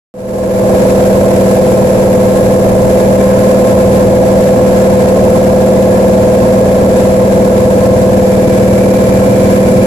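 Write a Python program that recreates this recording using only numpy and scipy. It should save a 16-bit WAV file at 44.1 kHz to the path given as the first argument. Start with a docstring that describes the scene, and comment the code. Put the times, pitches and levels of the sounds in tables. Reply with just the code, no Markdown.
"""Inside a light aircraft in level flight. The sound fades in on a six-cylinder piston engine and its
propeller near 2340 rpm, booming at a few engine orders. The slipstream roars, panels ring and air hisses
past the door seals; a fast limiter makes the hiss flutter against the drone. Near 3 s the panels swell
briefly and the top of the hiss dulls. From 7.5 s the microphone moves through the standing waves: the
boom grows and the upper drone falls. From about 8 s a gap in the seals opens and whistles."""
import sys
import numpy as np
from scipy import signal
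from scipy.fft import rfft, irfft, next_fast_len
from scipy.io import wavfile
from scipy.ndimage import uniform_filter1d, minimum_filter1d

SR = 44100
rng = np.random.default_rng(int(sys.argv[2]) if len(sys.argv) > 2 else 0)


def log_audio(samples):
    """Write samples as a 16-bit WAV file to the path given in sys.argv[1]."""
    # one column per channel
    frames = np.atleast_2d(samples).T
    # limit to full scale, then quantise
    limited = np.clip(frames, -1, 1)
    pcm = np.round(limited * 32767).astype(np.int16)
    wavfile.write(sys.argv[1], SR, pcm)


N = 434826

CYCLE_HZ, HUNT_HZ, HUNTS_PER_S = 19.51, 0.025, 0.5  # four-stroke cycle rate; the governor hunts around it
# a slight lift of the drone's loudest tones near 517 Hz
MAIN_TONE_HZ, MAIN_TONE_WIDTH_HZ, MAIN_TONE_LIFT_DB = 517, 65, 1.43
CUTOFF_HZ = 15100


def engine(level_db, steady_db, uneven, wander_rad, right_lag_s):
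    """Periodic firing and blade passage make a harmonic series; uneven firing shakes its weak orders."""
    # Engine and propeller harmonics of the cycle rate, as the cabin passes them: order, relative_db
    orders = [(1, -28), (2, -24), (3, -18), (4, -17), (5, -15), (6, -9), (7, -15), (8, -19), (9, -18),
              (10, -1), (11, -15), (12, -8), (13, -23), (14, -12), (15, -20), (16, -22), (17, -21),
              (18, -10), (19, -20), (20, -17), (21, -18), (22, -18), (23, -16), (24, -13), (25, -12),
              (26, 0), (27, -7), (28, -10), (29, -12), (30, -16), (31, -22), (32, -15), (33, -9), (34, -16),
              (35, -25), (36, -19), (37, -22), (38, -27), (39, -27), (40, -26), (41, -29), (42, -26),
              (43, -27), (44, -27)]
    # Standing waves make each tone unequal at the two ears: frequency_hz, left_minus_right_db
    tone_balance = [(60, -.5), (117, 2.5), (195, -.5), (234, -2), (351, 2), (440, -7), (507, -0.5),
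                    (546, -4.5), (570, -1.5), (645, -10), (710, 0)]
    cycle_hz = CYCLE_HZ + HUNT_HZ * drift(HUNTS_PER_S)
    cycles = np.cumsum(cycle_hz) / SR
    tones = np.zeros((2, N))
    for order, db in orders:
        hz = order * cycle_hz.mean()
        shake = uneven / (1 + from_db(db - steady_db))
        # the ringing cabin scatters the phases, and its standing waves shift slowly around the microphone
        phase = 2 * np.pi * (order * cycles + rng.random()) + wander_rad * drift(0.23)
        lift_db = MAIN_TONE_LIFT_DB * np.abs(resonance(hz, MAIN_TONE_HZ, MAIN_TONE_WIDTH_HZ)) ** 2
        amplitude = from_db(level_db + db + lift_db) * (1 + shake * drift(4.4))
        half_db = at_hz(tone_balance, hz)[0] / 2
        tones[0] += amplitude * from_db(half_db) * np.sin(phase)
        tones[1] += amplitude * from_db(-half_db) * np.sin(phase - 2 * np.pi * hz * right_lag_s)
    return tones


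def slipstream(level_db, edge_hz):
    """Turbulent pressure on the fuselage: broadband noise, coherent in the bass and diffuse higher up."""
    # Spectrum of the slipstream and combustion roar: frequency_hz, relative_density_db
    spectrum = [(12, -63), (30, -60), (50, -47), (85, -39), (125, -42.5), (190, -41), (280, -45),
                (400, -44), (470, -41.5), (540, -38), (630, -42.5), (750, -50), (950, -52), (1220, -62.5)]
    # The roar's sound field at the two ears: frequency_hz, coherence, left_minus_right_db
    field = [(60, 0.66, -3), (200, 1, 5), (400, 0.66, -0.5), (580, 0.66, 4.5), (765, 0.14, -6.5),
             (1015, 0.56, -9.5), (1250, 0, -1.5)]
    hz = bins()
    coherence, balance_db = at_hz(field, hz)
    density_db = level_db + at_hz(spectrum, hz)[0] + np.array([balance_db, -balance_db]) / 2
    return noise(from_db(density_db) * low_pass(hz, edge_hz, order=10), coherence)


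def panels(level_db, coherence):
    """Forced vibration: turbulence drives windows, trim and cavities at their natural frequencies."""
    # Panel and cavity modes, with relative peak densities: centre_hz, width_hz, left_db, right_db
    modes = [(1052.5, 42, -49.5, -44.5), (1334, 33, -56, -52.5), (1658, 138, -55.5, -58.5),
             (2132, 62, -60.5, -80), (2330, 85, -62.5, -80)]
    hz = bins()
    power = sum(np.abs(from_db([[left], [right]]) * resonance(hz, centre, width) ** 2) ** 2
                for centre, width, left, right in modes)
    return from_db(level_db) * noise(np.sqrt(power), coherence)


def seal_leak(level_db, gap, edge_hz):
    """Jet noise: air hisses through the seals, and an open gap resonates in a breathy whistle."""
    # Relative spectral density of the leaking air: frequency_hz, left_db, right_db
    spectrum = [(1450, -60, -61.5), (1920, -62.5, -63.5), (2610, -65.5, -65.5), (2960, -69.5, -68.5),
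                (4300, -70.5, -69), (6440, -68, -72.5), (7800, -63, -72.5), (8430, -70.5, -78),
                (9700, -85, -67.5), (10460, -73, -63), (12700, -80, -71.5), (15300, -85.8, -82.5)]
    hz = bins()
    high_pass = np.sqrt(1 - low_pass(hz, edge_hz, order=10) ** 2)
    hiss = noise(from_db(at_hz(spectrum, hz)) * high_pass)
    whistle = rms_one(noise(resonance(hz, centre_hz=2326, width_hz=130) ** 2))
    return from_db(level_db) * hiss + from_db(-36) * gap * whistle


def buffeting(gust_db, flutter_db):
    """Amplitude modulation: the propeller wash swells and ruffles the airflow at random."""
    return from_db(gust_db * drift(13.5) + flutter_db * drift(135))


def limiter(x, ceiling, release_db_per_s, split_hz, treble_share, size=31):
    """Gain compression: each channel ducks just ahead of crests in the band below split_hz."""
    low = signal.sosfiltfilt(signal.butter(4, split_hz, fs=SR, output="sos"), x)
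    over_db = 20 * np.log10(np.maximum(np.abs(low) / ceiling, 1))
    release_db = release_db_per_s * np.arange(N) / SR
    held_db = np.maximum.accumulate(over_db + release_db, axis=1) - release_db
    look_ahead_db = minimum_filter1d(-held_db, 2 * size)
    gain_db = uniform_filter1d(uniform_filter1d(look_ahead_db, size), size)
    return low * from_db(gain_db) + (x - low) * from_db(treble_share * gain_db)


def noise(density, coherence=0):
    """Stereo noise of a given density per root Hz; negative coherence tends to opposite phase."""
    mid, side = rfft(rng.standard_normal((2, next_fast_len(N, True))))
    alike = np.clip(coherence, -1, 1)
    pair = np.sqrt(1 + alike) * mid + np.sqrt(1 - alike) * side * np.array([[1], [-1]])
    return irfft(pair * density * np.sqrt(SR) / 2)[:, :N]


def drift(rate_hz):
    """Low-passed noise of unit spread that changes about rate_hz times a second."""
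    pole = np.exp(-200 * np.pi * rate_hz / SR)  # one step per 100 samples
    white = rng.standard_normal(N // 100 + 2002)
    slow = signal.lfilter([1], [1, -2 * pole, pole * pole], white)[2000:]
    return np.interp(np.arange(N) / 100, np.arange(len(slow)), rms_one(slow - slow.mean()))


def resonance(hz, centre_hz, width_hz):
    """Response of a damped oscillator, 1 at its peak."""
    return 1j * hz * width_hz / (centre_hz ** 2 - hz ** 2 + 1j * hz * width_hz)


def low_pass(hz, edge_hz, order):
    """Gain of a maximally flat low-pass."""
    return 1 / np.sqrt(1 + (hz / edge_hz) ** (2 * order))


def two_bands(x, split_hz, low_db, high_db):
    """A crossover with separate level curves below and above split_hz."""
    low = signal.sosfiltfilt(signal.butter(2, split_hz, fs=SR, output="sos"), x)
    return from_db(low_db) * low + from_db(high_db) * (x - low)


def at_hz(rows, hz):
    """The columns of a spectrum, interpolated on a log-frequency axis."""
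    points, *columns = np.transpose(rows)
    return [np.interp(np.log(hz + 1e-3), np.log(points), column) for column in columns]


def bins():
    """The frequencies of a whole-length spectrum."""
    return np.fft.rfftfreq(next_fast_len(N, True), 1 / SR)


def ramp(start_s, takes_s):
    """A linear rise from 0 to 1."""
    return np.clip((np.arange(N) / SR - start_s) / takes_s, 0, 1)


def swell(start_s, end_s, ramp_s):
    """A trapezoidal envelope: rise, hold at 1 and fall."""
    return ramp(start_s, ramp_s) * (1 - ramp(end_s - ramp_s, ramp_s))


def from_db(db):
    """Decibels to amplitude ratio."""
    return 10 ** (np.asarray(db) / 20)


def rms_one(x):
    """Scale to rms 1."""
    return x / np.sqrt(np.mean(x ** 2) + 1e-20)


def scene():
    """Superposition of drone and roar, with the buffeted air sounds above them."""
    moved = ramp(start_s=7.5, takes_s=1.9)  # the microphone's path through the standing waves
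    tones = engine(level_db=-7.0, steady_db=-12, uneven=0.25, wander_rad=0.47, right_lag_s=0.00011)
    drone = two_bands(tones, split_hz=630, low_db=0.3 + 0.7 * moved, high_db=1.4 - 6 * moved)
    turbulence = slipstream(level_db=2.0, edge_hz=1310)
    roar = two_bands(turbulence, split_hz=430, low_db=0, high_db=1.53 - 2.7 * moved)
    gap = swell(start_s=8.05, end_s=10.3, ramp_s=0.43)
    hiss_db = 0.62 - 0.11 * np.arange(N) / SR + gap  # eases steadily; the open gap adds 1 dB
    brightness_db = 1.6 - 1.7 * ramp(start_s=3.2, takes_s=0.9)
    leak = seal_leak(level_db=1.38, gap=gap, edge_hz=1265)
    seals = two_bands(leak, split_hz=8200, low_db=hiss_db, high_db=hiss_db + brightness_db)
    ring_db = 2.5 + 3 * swell(start_s=2.9, end_s=3.7, ramp_s=0.4)
    air = panels(ring_db, coherence=-0.38) + seals
    step_db = ramp(start_s=0.64, takes_s=0.062) - 1  # the air sounds step up as the fade-in ends
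    return drone + roar + air * from_db(step_db) * buffeting(gust_db=0.72, flutter_db=0.84)


def record(dry):
    """Bass-driven limiting, a microphone port notch, peak limiting, a fade-in and a steep top cut."""
    hz, length = bins(), next_fast_len(N, True)
    limited = limiter(dry, ceiling=0.91, release_db_per_s=632, split_hz=1250, treble_share=0.59)
    port_notch = 1 - resonance(hz, centre_hz=9090, width_hz=1100)
    balance = from_db([[-0.3], [0]])
    coloured = irfft(rfft(limited, length) * port_notch * balance)[:, :N]
    caught = limiter(coloured, ceiling=0.97, release_db_per_s=600, split_hz=CUTOFF_HZ, treble_share=1)
    fade, first_gain = ramp(start_s=0.14, takes_s=0.6), 0.085
    opened = caught * (fade > 0) * (first_gain + (1 - first_gain) * fade)
    return irfft(rfft(opened, length) * low_pass(hz, CUTOFF_HZ, order=60))[:, :N]


dry = scene()
out = record(dry)
log_audio(out)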